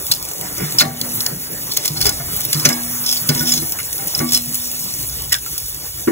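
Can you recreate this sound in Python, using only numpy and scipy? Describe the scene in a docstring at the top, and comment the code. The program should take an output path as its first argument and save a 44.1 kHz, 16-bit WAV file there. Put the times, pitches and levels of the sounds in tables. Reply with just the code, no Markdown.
"""Shrimp sizzle on a hot grill outdoors: bubbling hiss with fat pops, each a snap of noise and a longer spray.
Steel tongs click, scrape along the bars and knock the grate: noise bursts and rubbing drive steel resonances,
and blows set off decaying sine modes, the long bar tone humming on. Breeze and burner rumble below as shaped noise.
Two close microphone ports, gain control and a hard ceiling take it all in."""
import sys
import numpy as np
from scipy import signal
from scipy.fft import rfft, irfft, next_fast_len
from scipy.io import wavfile
from scipy.ndimage import uniform_filter1d, map_coordinates

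SR = 44100
rng = np.random.default_rng(int(sys.argv[2]) if len(sys.argv) > 2 else 0)


def decibels_to_gain(level_db):
    """Convert a level in decibels to a linear amplitude gain (20 dB per decade)."""
    exponent = np.asarray(level_db, float) / 20
    return 10 ** exponent


def waveform_to_disk(signal):
    """Save audio, clipped to [-1, 1], as 16-bit WAV at the path in sys.argv[1]."""
    frames = np.transpose(np.atleast_2d(signal))
    scaled = np.clip(frames, -1, 1) * 32767
    samples = np.round(scaled).astype(np.int16)
    wavfile.write(sys.argv[1], SR, samples)


N = 269773
T = np.arange(N) / SR

# burner and breeze outdoors: (time [s], burner and air level [dB], breeze level [dB])
OUTDOOR_LEVELS = [(0.0, -35.5, -41), (0.31, -35.5, -47), (0.55, -36, -43), (0.7, -31, -46),
                  (1.2, -32.5, -44), (1.85, -35.5, -44.5), (2.11, -31, -31), (2.5, -34, -44),
                  (2.71, -26.5, -52), (2.86, -30.5, -35.5), (3.15, -32.5, -51), (3.49, -29.5, -37),
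                  (3.75, -33.5, -39), (4.1, -34, -48), (4.4, -35, -40.5), (4.75, -37.5, -45.5),
                  (5.0, -38, -39.5), (5.22, -36.5, -30.5), (5.36, -40.5, -40.5), (5.6, -40, -37.5),
                  (6.12, -40.5, -46.5)]
# tone of the burner and far air: (frequency [Hz], relative level [dB])
AIR_SPECTRUM = [(65, -38), (110, 1), (183, 0.5), (244, -14.5), (279, -3), (639, -8), (1550, -12.5),
                (1670, -15.5), (1830, -12), (2360, -17.5), (4000, -34), (5200, -67), (8800, -120)]
# tone of the breeze: (frequency [Hz], relative level [dB])
RUMBLE_SPECTRUM = [(13, -41), (22, -22), (54, 4.5), (96, 0.5), (134, 1), (200, -31), (260, -44),
                   (440, -120)]
# modes of the grate, first the body's boom, second the long bar tone:
# (frequency [Hz], relative level [dB], time to fall 60 dB [s])
GRATE_MODES = [(150, 0.5, 0.28), (241.4, 5, 1.91), (297.5, -9, 0.43), (326, -6, 0.43), (412, -6, 0.15),
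               (480, -10.5, 0.15), (584, -15, 0.16), (667, -25, 0.38), (687, -24, 0.96), (788, -18, 0.5),
               (841, -18.5, 0.24), (955, -13, 0.2), (1147, -20, 0.24), (1227, -18.5, 0.18),
               (1470, -15.5, 0.14), (1662, -18, 0.29), (1774, -18, 0.2), (1870, -19, 0.22),
               (2076, -14.5, 0.044), (2196, -21, 0.5), (2270, -18, 0.11), (2915, -20, 0.12)]
# tongs, four modes of the hinge end, then the long arms: (frequency [Hz], width [Hz], relative level [dB])
TONGS_MODES = [(4100, 15, 3), (4380, 25, -6), (9950, 240, -8), (13500, 400, -9), (3350, 240, -8),
               (5150, 186, 0.5), (5590, 320, -6.5), (6130, 33, -9.5), (6370, 30, -3), (7400, 220, -10)]
# tongs dragging over the bars:
# (start [s], length [s], tongs ringing level [dB], bar rasp level [dB], bar drone level [dB])
SCRAPE_STROKES = [(0.557, 0.16, -35.5, -25, -26.5), (1.678, 0.086, -37.5, -57, -39),
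                  (1.735, 0.14, -36, -34, -33.5), (1.942, 0.076, -36, -51, -27.5),
                  (2.016, 0.1, -23, -22.5, -22), (2.622, .1, -41, -17.5, -28), (3.009, 0.18, -24, -44, -65),
                  (3.327, 0.13, -28, -31, -33), (3.44, 0.11, -19.5, -29, -41), (4.244, 0.16, -29, -44, -62),
                  (5.299, 0.048, -34, -29, -45)]
# knocks on the grate: (time [s], boom level [dB], bar tone level [dB], rattle drive [dB], thud drive [dB],
# frequency of the mode the struck spot favours [Hz])
GRATE_KNOCKS = [(0.599, -40, -58, -47, -32, 456), (0.636, -24.5, -59, -50, -52, 412),
                (0.813, -12.5, -29, -21.5, -22, 1147), (1.012, -26, -33.5, -54, -33, 788),
                (1.907, -22, -38.5, -52, -35, 788), (1.96, -31, -54, -42.5, -37, 786),
                (2.054, -20, -47, -29, -29, 410), (2.09, -38, -57, -36, -52, 1455),
                (2.2, -24, -58, -38, -43, 690), (2.39, -45, -51, -40.5, -47, 1227),
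                (2.554, -11.5, -35, -40, -34.5, 316), (2.655, -10, -29.5, -24.5, -14, 583),
                (2.7, -32, -22.5, -27.5, -24.5, 1647), (3.297, -9, -28.5, -29, -15, 1470),
                (3.31, -26, -38, -35.5, -31, 830), (3.36, -16, -20, -35.5, -24, 955),
                (3.409, -14, -47, -34, -27, 1470), (3.434, -20, -46, -39.5, -29, 780),
                (3.521, -25, -49, -44, -47, 1470), (3.569, -18, -52, -39.5, -26, 326),
                (3.621, -24.5, -52, -38.5, -26.5, 750), (3.99, -46, -47, -42, -42, 790),
                (4.205, -16, -23, -27.5, -16.5, 1147), (5.198, -40, -48, -53, -47, 605),
                (6.077, -24, -30, -27.5, -13.5, 341.6)]
# tong contacts: (peak time [s], build-up [s], time to fall 60 dB [s], crack level [dB], dull tap level [dB],
# loudest ring frequency [Hz], loudest ring level [dB])
TONG_CLICKS = [(.115, 0.0024, 0.053, -10, -30, 4100, -7.5), (0.1218, 0.007, 0.025, -10.5, -39, 4600, -7),
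               (0.138, .003, 0.016, -19, -53, 4380, -16), (0.724, 0.0076, 0.041, -20.5, -45, 4300, -34),
               (0.7859, 0.0011, 0.015, -10, -22, 5240, 3), (0.7905, 0.0048, 0.034, -11, -25, 4630, -6),
               (0.7974, 0.00092, 0.017, -20, -15, 4460, 1), (0.8039, 0.0044, 0.034, -10, -5, 5210, -10),
               (0.808, 0.00092, 0.021, -7.5, -2.5, 3750, 1.5),
               (0.8126, 0.0038, 0.038, -9.5, -6.5, 4470, -6.5), (0.821, 0.0017, 0.024, -17, -16, 4450, -7),
               (1.0142, 0.002, 0.011, -13, -37, 4500, -6.5),
               (1.206, 0.00093, 0.027, -13.5, -45, 4400, -10.5), (1.2639, .001, 0.017, -8.5, -41, 4520, -7),
               (1.7225, 0.013, 0.02, -20.5, -45, 4330, -16.5), (1.773, 0.0076, 0.021, -8, -27, 6500, -11.5),
               (1.775, 0.0056, 0.03, -28, -28, 4376, -14.5), (1.8584, 0.017, 0.051, -12, -26.5, 5180, -20),
               (1.879, 0.00092, 0.024, -10, -31, 4450, -11.5), (1.974, 0.014, 0.079, -30, -46, 4380, -18),
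               (2.007, .001, 0.013, -23, -27, 5000, -14), (2.0135, 0.001, 0.029, -8.5, -20, 4430, -6),
               (2.0242, 0.0028, .045, -29, -40, 4420, -10), (2.0463, 0.0074, 0.092, -19.5, -38, 4970, -24),
               (2.057, 0.0042, .04, -12, -34, 5000, -7), (2.0657, .001, 0.071, -9, -20, 5070, -5.5),
               (2.093, .001, 0.017, -8.5, -40, 7300, -25), (2.0965, 0.004, 0.028, -13, -38, 4860, -14),
               (2.5304, .004, 0.038, -5.5, -19, 4680, -12), (2.545, 0.0051, 0.051, -22, -28, 4520, -15),
               (2.5992, 0.0091, 0.041, -25, -36, 5320, -16), (2.6551, 0.0062, 0.051, -5, -2, 6090, 1.5),
               (2.659, 0.0028, 0.074, -20, -12.5, 4510, -10), (2.689, 0.0004, 0.06, -5, -26, 5100, -15),
               (2.704, 0.0041, .04, -19.5, -30, 7170, -16), (2.73, 0.0079, 0.048, -21, -44, 5150, -14),
               (3.0638, 0.0052, 0.039, -16, -38, 5260, -10), (3.083, .002, .03, -25, -42, 5200, -22),
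               (3.114, 0.0048, 0.025, -23, -38, 5200, -10), (3.127, 0.0018, 0.059, -8.5, -34, 4640, -12),
               (3.173, 0.013, 0.059, -17, -48, 4540, -16), (3.29, 0.00094, 0.056, -6, -16, 4660, -5.5),
               (3.35, 0.0056, 0.043, -14, -47, 7210, -24), (3.395, 0.004, 0.064, -21, -34, 5720, -12),
               (3.41, .002, .025, -16, -42, 3430, -18), (3.427, 0.0038, 0.024, -30, -43, 5330, -20),
               (3.457, 0.0023, 0.026, -30, -40, 5640, -13), (3.472, .008, 0.04, -19, -27, 5350, -12),
               (3.4948, 0.0051, 0.049, -15, -38, 5550, -27), (3.5208, 0.0036, 0.063, -21.5, -22, 7180, -5),
               (3.5378, .002, 0.098, -10, -38, 6670, -9), (3.5608, 0.0032, 0.21, -21, -40, 6160, -16),
               (3.578, 0.0049, .05, -16, -43, 4520, -16), (3.634, .003, 0.03, -35, -43, 6100, -31),
               (3.789, 0.0041, 0.086, -22, -21, 4700, -35), (3.801, 0.0026, 0.062, -23, -21, 4870, -32),
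               (4.1492, .001, 0.025, -27, -48, 5150, -9), (4.1918, 0.0028, 0.033, -19, -23, 5550, -11),
               (4.291, 0.0024, 0.035, -25, -45, 5400, -18), (4.3218, 0.0011, 0.088, -9.5, -34, 4590, -18),
               (4.334, 0.0049, 0.066, -10, -34, 5050, -17.5), (4.3492, 0.0099, 0.11, -9, -34, 5220, -5.5),
               (4.3748, 0.0065, 0.038, -12.5, -33, 2960, -19.5),
               (5.3245, 0.0066, 0.071, -13.5, -12.5, 1904, -11.5),
               (5.3292, 0.004, 0.022, -3.5, -20, 3360, -13.5),
               (5.3423, 0.0023, 0.023, -15.5, -14.5, 3540, -8),
               (5.3513, 0.005, 0.087, -17, -31, 1600, -18.5), (5.463, .003, 0.07, -22, -31, 1370, -27.5),
               (6.077, 0.0034, 0.05, -42, -42, 1630, -26)]
# tone of the broad crack of steel: (frequency [Hz], relative level [dB])
CRACK_SPECTRUM = [(500, -15.5), (2000, -16.5), (4000, -2), (8000, -1), (12000, -2), (15600, -1.5)]
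# the loudest fat pops: (time [s], snap level [dB])
FAT_POPS = [(0.412, -12), (1.168, -20), (1.7358, -11), (2.408, -8), (2.451, -5), (3.695, -12), (3.722, -4),
            (3.929, -5.5), (3.959, -13.5), (3.981, -11.5), (4.009, -17), (4.08, -9.5), (4.185, -11),
            (4.5445, -5.5), (4.554, -7), (4.715, -8.5), (4.9387, -11.5), (5.029, -12), (5.097, -15),
            (5.5796, -7)]
# sizzling fat: (time [s], fine sizzle level [dB], coarse sizzle level [dB])
SIZZLE_LEVELS = [(0.0, -24, -30), (0.31, -26, -31), (0.72, -21.5, -28.5), (0.89, -28, -32),
                 (1.17, -17, -26.5), (1.35, -24, -31.5), (1.95, -23, -29), (2.45, -17, -26),
                 (2.71, -19, -22.5), (2.86, -16, -26.5), (3.1, -16, -24.5), (3.32, -19, -25),
                 (3.5, -14, -23.5), (3.75, -19, -27.5), (4.38, -21, -26.5), (4.6, -19.5, -24),
                 (5.19, -22.5, -28.5), (5.41, -27, -31), (5.5, -22.5, -27.5), (5.95, -26, -32.5),
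                 (6.12, -25.5, -28)]
# tone of hiss and pops: (frequency [Hz], relative level [dB])
FIZZ_SPECTRUM = [(1500, -24), (3000, -9.5), (4500, -3.5), (7000, -3), (10000, 0), (13000, 1), (15600, 2)]
# how alike the two ports sound: (frequency [Hz], likeness [-1 to 1])
PORT_LIKENESS = [(30, 0.95), (60, 0.96), (200, 0.99), (400, 0.98), (800, 0.036), (2500, 0.44), (4200, 0.94),
                 (6000, 0.76), (15000, 1)]
# how far the left port runs ahead: (frequency [Hz], phase lead [radians])
PORT_LEAD = [(0, -0.5), (180, 0.26), (350, -1.5), (700, -1.8), (1300, -0.6), (2200, 1.4136), (4450, 2.5),
             (15400, 19.5)]

TICKLE_DB = -10.5  # faint bar ringing under spitting fat, over the burner and air
# scrapes: exponent of the swell; hinge ring and hiss over arm ring
STROKE_ROUND, DRAG_HINGE_DB, DRAG_HISS_DB = 1.4, -27, -1.5
# knocks: upper modes over rattle drive; loose bars over thud and rattle drive, and their dying time
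UPPER_MODES_DB, LOOSE_LOW_DB, LOOSE_HIGH_DB, LOOSE_T60_S = 12.5, 2.5, 6, 0.15
# boost near the favoured mode, its width as a log pitch ratio; wavering of each mode
FAVOUR_DB, FAVOUR_REACH, FLUTTER_DB = 13, 0.046, 4.5
WANDER = 2.2  # random phase drift of a mode, radians rms after a second
BAR_STEADY = .4  # the long bar tone wavers this share of what the other modes do
BAR_SPREAD = 0.0097  # relative pitch scatter of the upper modes from blow to blow
PRESS_S, PRESS_DB_PER_S = 3.56, 150  # the tongs come to rest on the bar and choke its tone
# clicks: other modes under the loudest ring; its random phase drift, radians rms after a second
HINGE_DB, ARMS_DB, RING_WANDER = -14, -10, 18.5
STRIKE_DB, STRIKE_T60_S = 0, 0.0055  # the hard first touch over the crack
CHATTER_DB, CHATTER_S = 3.5, .0007  # tiny impacts within a contact: spread of sizes, spacing
POP_T60_S, SPRAY_T60_S, SPRAY_DB = 0.0026, 0.042, -5  # the snap, and the spray after it
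SMALL_POP_DB, SMALL_POP_SPREAD_DB = -20.5, 7  # weak pops: middle level, reach either way
# gain control: where it starts, how hard, how long it remembers
DUCK_FROM_DB, DUCK_RATIO, DUCK_MEMORY_S = -18, 0.26, 0.25
TOP_HZ = 15750


def unit(x):
    """Scale to rms 1."""
    return x / np.sqrt(np.mean(x ** 2) + 1e-20)


def along(points, hz):
    """Read (Hz, value) points on a log frequency axis."""
    f, v = np.transpose(points)
    return np.interp(np.log(hz + 1), np.log(f + 1), v)


def curves(rows):
    """One value per sample for each column after the time."""
    s, *cols = np.transpose(rows)
    return [np.interp(T, s, c) for c in cols]


def wobble(rate):
    """A smooth random curve, rate knots a second."""
    knots = rng.standard_normal(int(N * rate / SR) + 4)
    return map_coordinates(knots, [T * rate])


def filtered(x, response, even=False):
    """x times a complex response of frequency; even keeps the power of white noise."""
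    m = next_fast_len(N + SR // 2)
    gain = response(np.fft.rfftfreq(m, 1 / SR))
    if even:
        gain = gain / np.sqrt(np.mean(np.abs(gain) ** 2))
    return irfft(rfft(x, m) * gain, m)[..., :N]


def coloured(x, spectrum):
    """x through a spectrum, silent from 1.5 times its top frequency."""
    return filtered(x, lambda hz: decibels_to_gain(along(spectrum, hz)) * (hz < 1.5 * spectrum[-1][0]), even=True)


def resonant(x, peaks):
    """x rings a set of (Hz, width in Hz, dB) resonances, summed with alternating sign."""
    def modes(f):
        """Complex response of all the resonances."""
        total = 0
        for k, (centre, width, db) in enumerate(peaks):
            damping = 1j * f * width
            total = total + (-1) ** k * decibels_to_gain(db) * damping / (centre * centre - f * f + damping)
        return total
    return filtered(x, modes, even=True)


def grit(per_s, spread_db):
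    """Random spikes with a long tail of sizes, rms 1."""
    when, sign, size = rng.random((3, N))
    return unit((when < per_s / SR) * np.sign(sign - .5) * decibels_to_gain(-spread_db * np.log(1 - size)))


def blotched(x, depth_db, nperseg):
    """x with patches of random gain in time and frequency, rms 1."""
    z = signal.stft(x, nperseg=nperseg)[2]
    across_pitch = 6 if nperseg == 512 else 4
    field = uniform_filter1d(rng.standard_normal(z.shape), across_pitch, axis=0)
    field = uniform_filter1d(field, 10, axis=1)
    return unit(signal.istft(z * decibels_to_gain(depth_db * unit(field)), nperseg=nperseg)[1][:N])


def patchy(depth_db):
    """White noise with patches of random gain."""
    return blotched(rng.standard_normal(N), depth_db, nperseg=512)


def bars(lowest, highest):
    """The grate's modes, damped by the steel that touches them, as resonances."""
    return [(hz, 7 / t60 + 0.043 * hz, db) for hz, db, t60 in GRATE_MODES if lowest < hz < highest]


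def steel(crack, hinge, arms, rasp):
    """Four excitations drive the steel: broad crack, hinge modes, arm modes and the grate's upper bars."""
    crack = decibels_to_gain(2.0) * coloured(crack, CRACK_SPECTRUM)
    hinge = decibels_to_gain(4.5) * resonant(hinge, TONGS_MODES[:4])
    arms = decibels_to_gain(6.0) * resonant(arms, TONGS_MODES[4:])
    rasp = decibels_to_gain(-3.5) * resonant(rasp, bars(1000, 4000))
    return crack + hinge + arms + rasp


def outdoors(air_db, breeze_db):
    """Burner roar and far air as patchy noise, over a lumpy low breeze."""
    air = decibels_to_gain(air_db + 1.9 * wobble(16)) * unit(coloured(patchy(depth_db=3.5), AIR_SPECTRUM))
    breeze = decibels_to_gain(breeze_db + 2.1 * wobble(11)) * coloured(rng.standard_normal(N), RUMBLE_SPECTRUM)
    return air + breeze


def tickle(air_db):
    """Spitting fat and shifting food tap the bars lightly: their upper modes come and go."""
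    modes = [(hz, 1.8 / t60 + 8, db + rng.normal(0, 3)) for hz, db, t60 in GRATE_MODES if hz > 400]
    ringing = resonant(grit(500, spread_db=2.5), modes)
    return decibels_to_gain(air_db + TICKLE_DB) * blotched(ringing, 5.4, nperseg=1024)


def scrapes():
    """Steel catching on burnt crust: each stroke swells and fades, gritty and stuttering, into tongs and bars."""
    arms, rasp, drone = np.zeros((3, N))
    for start, length, arms_db, rasp_db, drone_db in SCRAPE_STROKES:
        swell = np.sin(np.pi * np.clip((T - start) / length, 0, 1)).clip(0) ** STROKE_ROUND
        arms += decibels_to_gain(arms_db) * swell
        rasp += decibels_to_gain(rasp_db) * swell
        drone += decibels_to_gain(drone_db) * swell
    stutter = decibels_to_gain(1.34 * wobble(120) + 4.3 * wobble(35))
    # one shared train of grit, with its own noise for each part
    rub = unit(stutter * (rng.standard_normal((5, N)) + 0.87 * grit(600, spread_db=3.5)))
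    rub = rub * [decibels_to_gain(DRAG_HISS_DB) * arms, decibels_to_gain(DRAG_HINGE_DB) * arms, arms, rasp, drone]
    return steel(*rub[:4]) + resonant(rub[4], bars(300, 1000))


def knocks():
    """A blow sets the grate's modes off at new strengths, over a rough thud of loose bars."""
    out, thud, t = np.zeros(N + SR), np.zeros((2, N + SR)), np.arange(SR) / SR
    hz, level, t60 = np.array(GRATE_MODES).T[:, :, None]
    for s, boom_db, bar_db, rattle_db, thud_db, spot_hz in GRATE_KNOCKS:
        near = np.exp(-(np.log(hz / spot_hz) / FAVOUR_REACH) ** 2)
        strength = level + rng.normal(0, 2.96, hz.shape) + FAVOUR_DB * near
        strength = strength + np.where(hz > 500, rattle_db + UPPER_MODES_DB, thud_db)
        strength[:2, 0] = boom_db, bar_db

        # scattered pitches, the favoured mode pulled to the struck spot's own
        pitch = hz * (1 + BAR_SPREAD * (hz > 300) * rng.standard_normal(hz.shape))
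        pitch = pitch + near * (spot_hz - pitch)

        knots = rng.standard_normal((len(hz), 31))
        flutter = FLUTTER_DB * np.array([np.interp(t, np.arange(31) / 30, k) for k in knots])
        drift = WANDER * np.cumsum(rng.standard_normal((len(hz), SR)), 1) / np.sqrt(SR)
        drift = drift + rng.uniform(0, 2.67, hz.shape)
        choke_db = PRESS_DB_PER_S * (s < PRESS_S) * np.clip(s + t - PRESS_S, 0, None)
        flutter[1] = BAR_STEADY * flutter[1] - choke_db
        # a new blow feeds the tone already ringing
        drift[1] = BAR_STEADY * drift[1] + 2 * np.pi * pitch[1] * s

        modes = decibels_to_gain(strength + flutter - 60 * t / t60) * np.sin(2 * np.pi * pitch * t + drift)
        start, rise = round((s - .004) * SR), 1 - np.exp(-t / 0.0018)
        out[start:][:SR] += rise * modes.sum(0)
        loose_db = np.array([[thud_db + LOOSE_LOW_DB], [rattle_db + LOOSE_HIGH_DB]])
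        rough = decibels_to_gain(loose_db - 60 * t / LOOSE_T60_S) * rng.standard_normal((2, SR))
        thud[:, start:][:, :SR] += rise * rough
    loose_low = resonant(thud[0, :N], bars(200, 700))
    loose_high = resonant(thud[1, :N], bars(700, 2200))
    return out[:N] + loose_low + loose_high


def clicks():
    """Each contact builds up and dies: a broad crack, tongs ringing on one mode above the rest, a dull bar tap."""
    tracks, t = np.zeros((5, N + SR)), np.arange(SR // 5) / SR
    for s, build, t60, crack_db, tap_db, ring_hz, ring_db in TONG_CLICKS:
        shape = np.where(t < build, t / build, decibels_to_gain(-60 * (t - build) / t60))
        jolt = rng.standard_normal((5, len(t)))  # crack, hinge, arms, tap, loudest ring
        knots = rng.standard_normal(int(t[-1] / CHATTER_S) + 2)
        chatter = np.interp(t / CHATTER_S, np.arange(len(knots)), knots)
        jolt[:4] *= decibels_to_gain(CHATTER_DB * (chatter - .5))
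        drift = RING_WANDER * np.cumsum(jolt[4]) / np.sqrt(SR)
        jolt[4] = np.sin(2 * np.pi * ring_hz * t + drift)
        jolt[0] += decibels_to_gain(STRIKE_DB - 60 * np.abs(t - build) / STRIKE_T60_S) * np.sign(jolt[0])
        db = [[crack_db], [ring_db + HINGE_DB], [ring_db + ARMS_DB], [tap_db], [ring_db]]
        tracks[:, round((s - build) * SR):][:, :len(t)] += decibels_to_gain(db) * shape * jolt
    return steel(*tracks[:4, :N]) + tracks[4, :N]


def pops():
    """Bursting fat: a very short snap of noise and a longer spray, with many weak pops at random."""
    out, t = np.zeros(N + SR), np.arange(SR // 20) / SR
    small = [(s, SMALL_POP_DB + 2 * SMALL_POP_SPREAD_DB * (u - .5))
             for s, u in rng.random((60, 2)) * [N / SR, 1]]
    for s, db in FAT_POPS + small:
        snap = decibels_to_gain(db - 60 * t / POP_T60_S)
        spray = decibels_to_gain(db + SPRAY_DB - 60 * t / SPRAY_T60_S)
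        out[round(s * SR):][:len(t)] += (snap + spray) * rng.standard_normal(len(t))
    return coloured(out[:N], FIZZ_SPECTRUM)


def froth():
    """One independent bed of steam hiss, bubble spikes and short bursts, in flurries."""
    flurry = decibels_to_gain(0.25 * wobble(17) + 1.48 * wobble(40))
    bursts = signal.lfilter([1], [1, -.97], np.abs(grit(150, spread_db=3.5))) * rng.standard_normal(N)
    spikes = grit(3000, spread_db=1.5)
    bed = patchy(depth_db=2.5) + decibels_to_gain(-10.5) * spikes + decibels_to_gain(-8.5) * unit(bursts)
    return unit(flurry * bed)


def sizzle(fine_db, coarse_db):
    """Steam hiss with tiny bursting bubbles, small ones high, large ones lower, and pops that leave spray."""
    def high(hz):
        """Share of the power given to the fine sizzle, half at 8.5 kHz."""
        return 1 / (1 + (8500 / (hz + 1)) ** 6)
    fine = unit(filtered(coloured(froth(), FIZZ_SPECTRUM), lambda hz: np.sqrt(high(hz))))
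    coarse = unit(filtered(coloured(froth(), FIZZ_SPECTRUM), lambda hz: np.sqrt(1 - high(hz))))
    return decibels_to_gain(fine_db) * fine + decibels_to_gain(coarse_db) * coarse + pops()


def ports(x, other):
    """Two ports: the treble reaches them out of step, the middle partly by unlike paths off the grill."""
    def shares(f):
        """Gains of the common and the opposed part that give the ports their likeness."""
        turn = np.arccos(np.clip(along(PORT_LIKENESS, f), -1, 1)) / 2
        return np.array([np.cos(turn), np.sin(turn)])

    def leads(f):
        """Half the phase lead to the left, half the lag to the right."""
        half = np.exp(.5j * np.interp(f, *np.transpose(PORT_LEAD)))
        return np.array([half, 1 / half])
    mid, side = filtered(np.array([x, other]), shares)
    return filtered(np.array([mid + side, mid - side]), leads)


def ducked(x):
    """Gain control: the gain sinks after loud moments and creeps back."""
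    keep = np.exp(-1 / (DUCK_MEMORY_S * SR))
    power = signal.lfilter([1 - keep], [1, -keep], np.mean(x ** 2, axis=0))
    return x * (1 + (power / decibels_to_gain(2 * DUCK_FROM_DB)) ** 2) ** (-DUCK_RATIO / 2)


def joint(x, gap_db, quiet_db):
    """Joint stereo: in the treble, a quiet sum or difference far below the other is dropped."""
    hz, _, z = signal.stft(np.array([x[0] + x[1], x[0] - x[1]]) / 2, SR, nperseg=2048)
    power = uniform_filter1d(uniform_filter1d(np.abs(z) ** 2, size=24, axis=1), size=2, axis=2)
    masked = power < power[::-1] * decibels_to_gain(-2 * gap_db)
    quiet = power < decibels_to_gain(2 * quiet_db)
    weak = masked & quiet & (hz[:, None] > 2500)
    mid, side = signal.istft(z * ~weak, SR, nperseg=2048)[1][:, :N]
    return np.array([mid + side, mid - side])


def scene():
    """Everything heard at the two ports; near sounds also come back scattered from the lid."""
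    fine_db, coarse_db = curves(SIZZLE_LEVELS)
    air_db, breeze_db = curves(OUTDOOR_LEVELS)
    near = tickle(air_db) + scrapes() + knocks() + clicks() + sizzle(fine_db, coarse_db)
    # flat spectrum, random delays: the lid smears without colouring
    lid = irfft(np.exp(1j * np.cumsum(rng.normal(-.3, 0.35, 1025))))
    scattered = signal.fftconvolve(near, lid)[:N]
    return ports(near + outdoors(air_db, breeze_db), scattered + outdoors(air_db, breeze_db))


def band_limit(x):
    """A steep low-pass at the top of the band."""
    return signal.sosfilt(signal.butter(12, 16330, fs=SR, output="sos"), x)


def record(dry):
    """Gain control, band limit, joint stereo, then a hard ceiling on the loudest peaks."""
    limited = filtered(ducked(dry), lambda hz: 1 / (1 + (hz / TOP_HZ) ** 500))
    x = joint(limited, gap_db=6.5, quiet_db=-52.5)
    mix = x / (1 + np.abs(x / 0.93) ** 12) ** (1 / 12)
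    return band_limit(mix)


dry = scene()
out = record(dry)
waveform_to_disk(out)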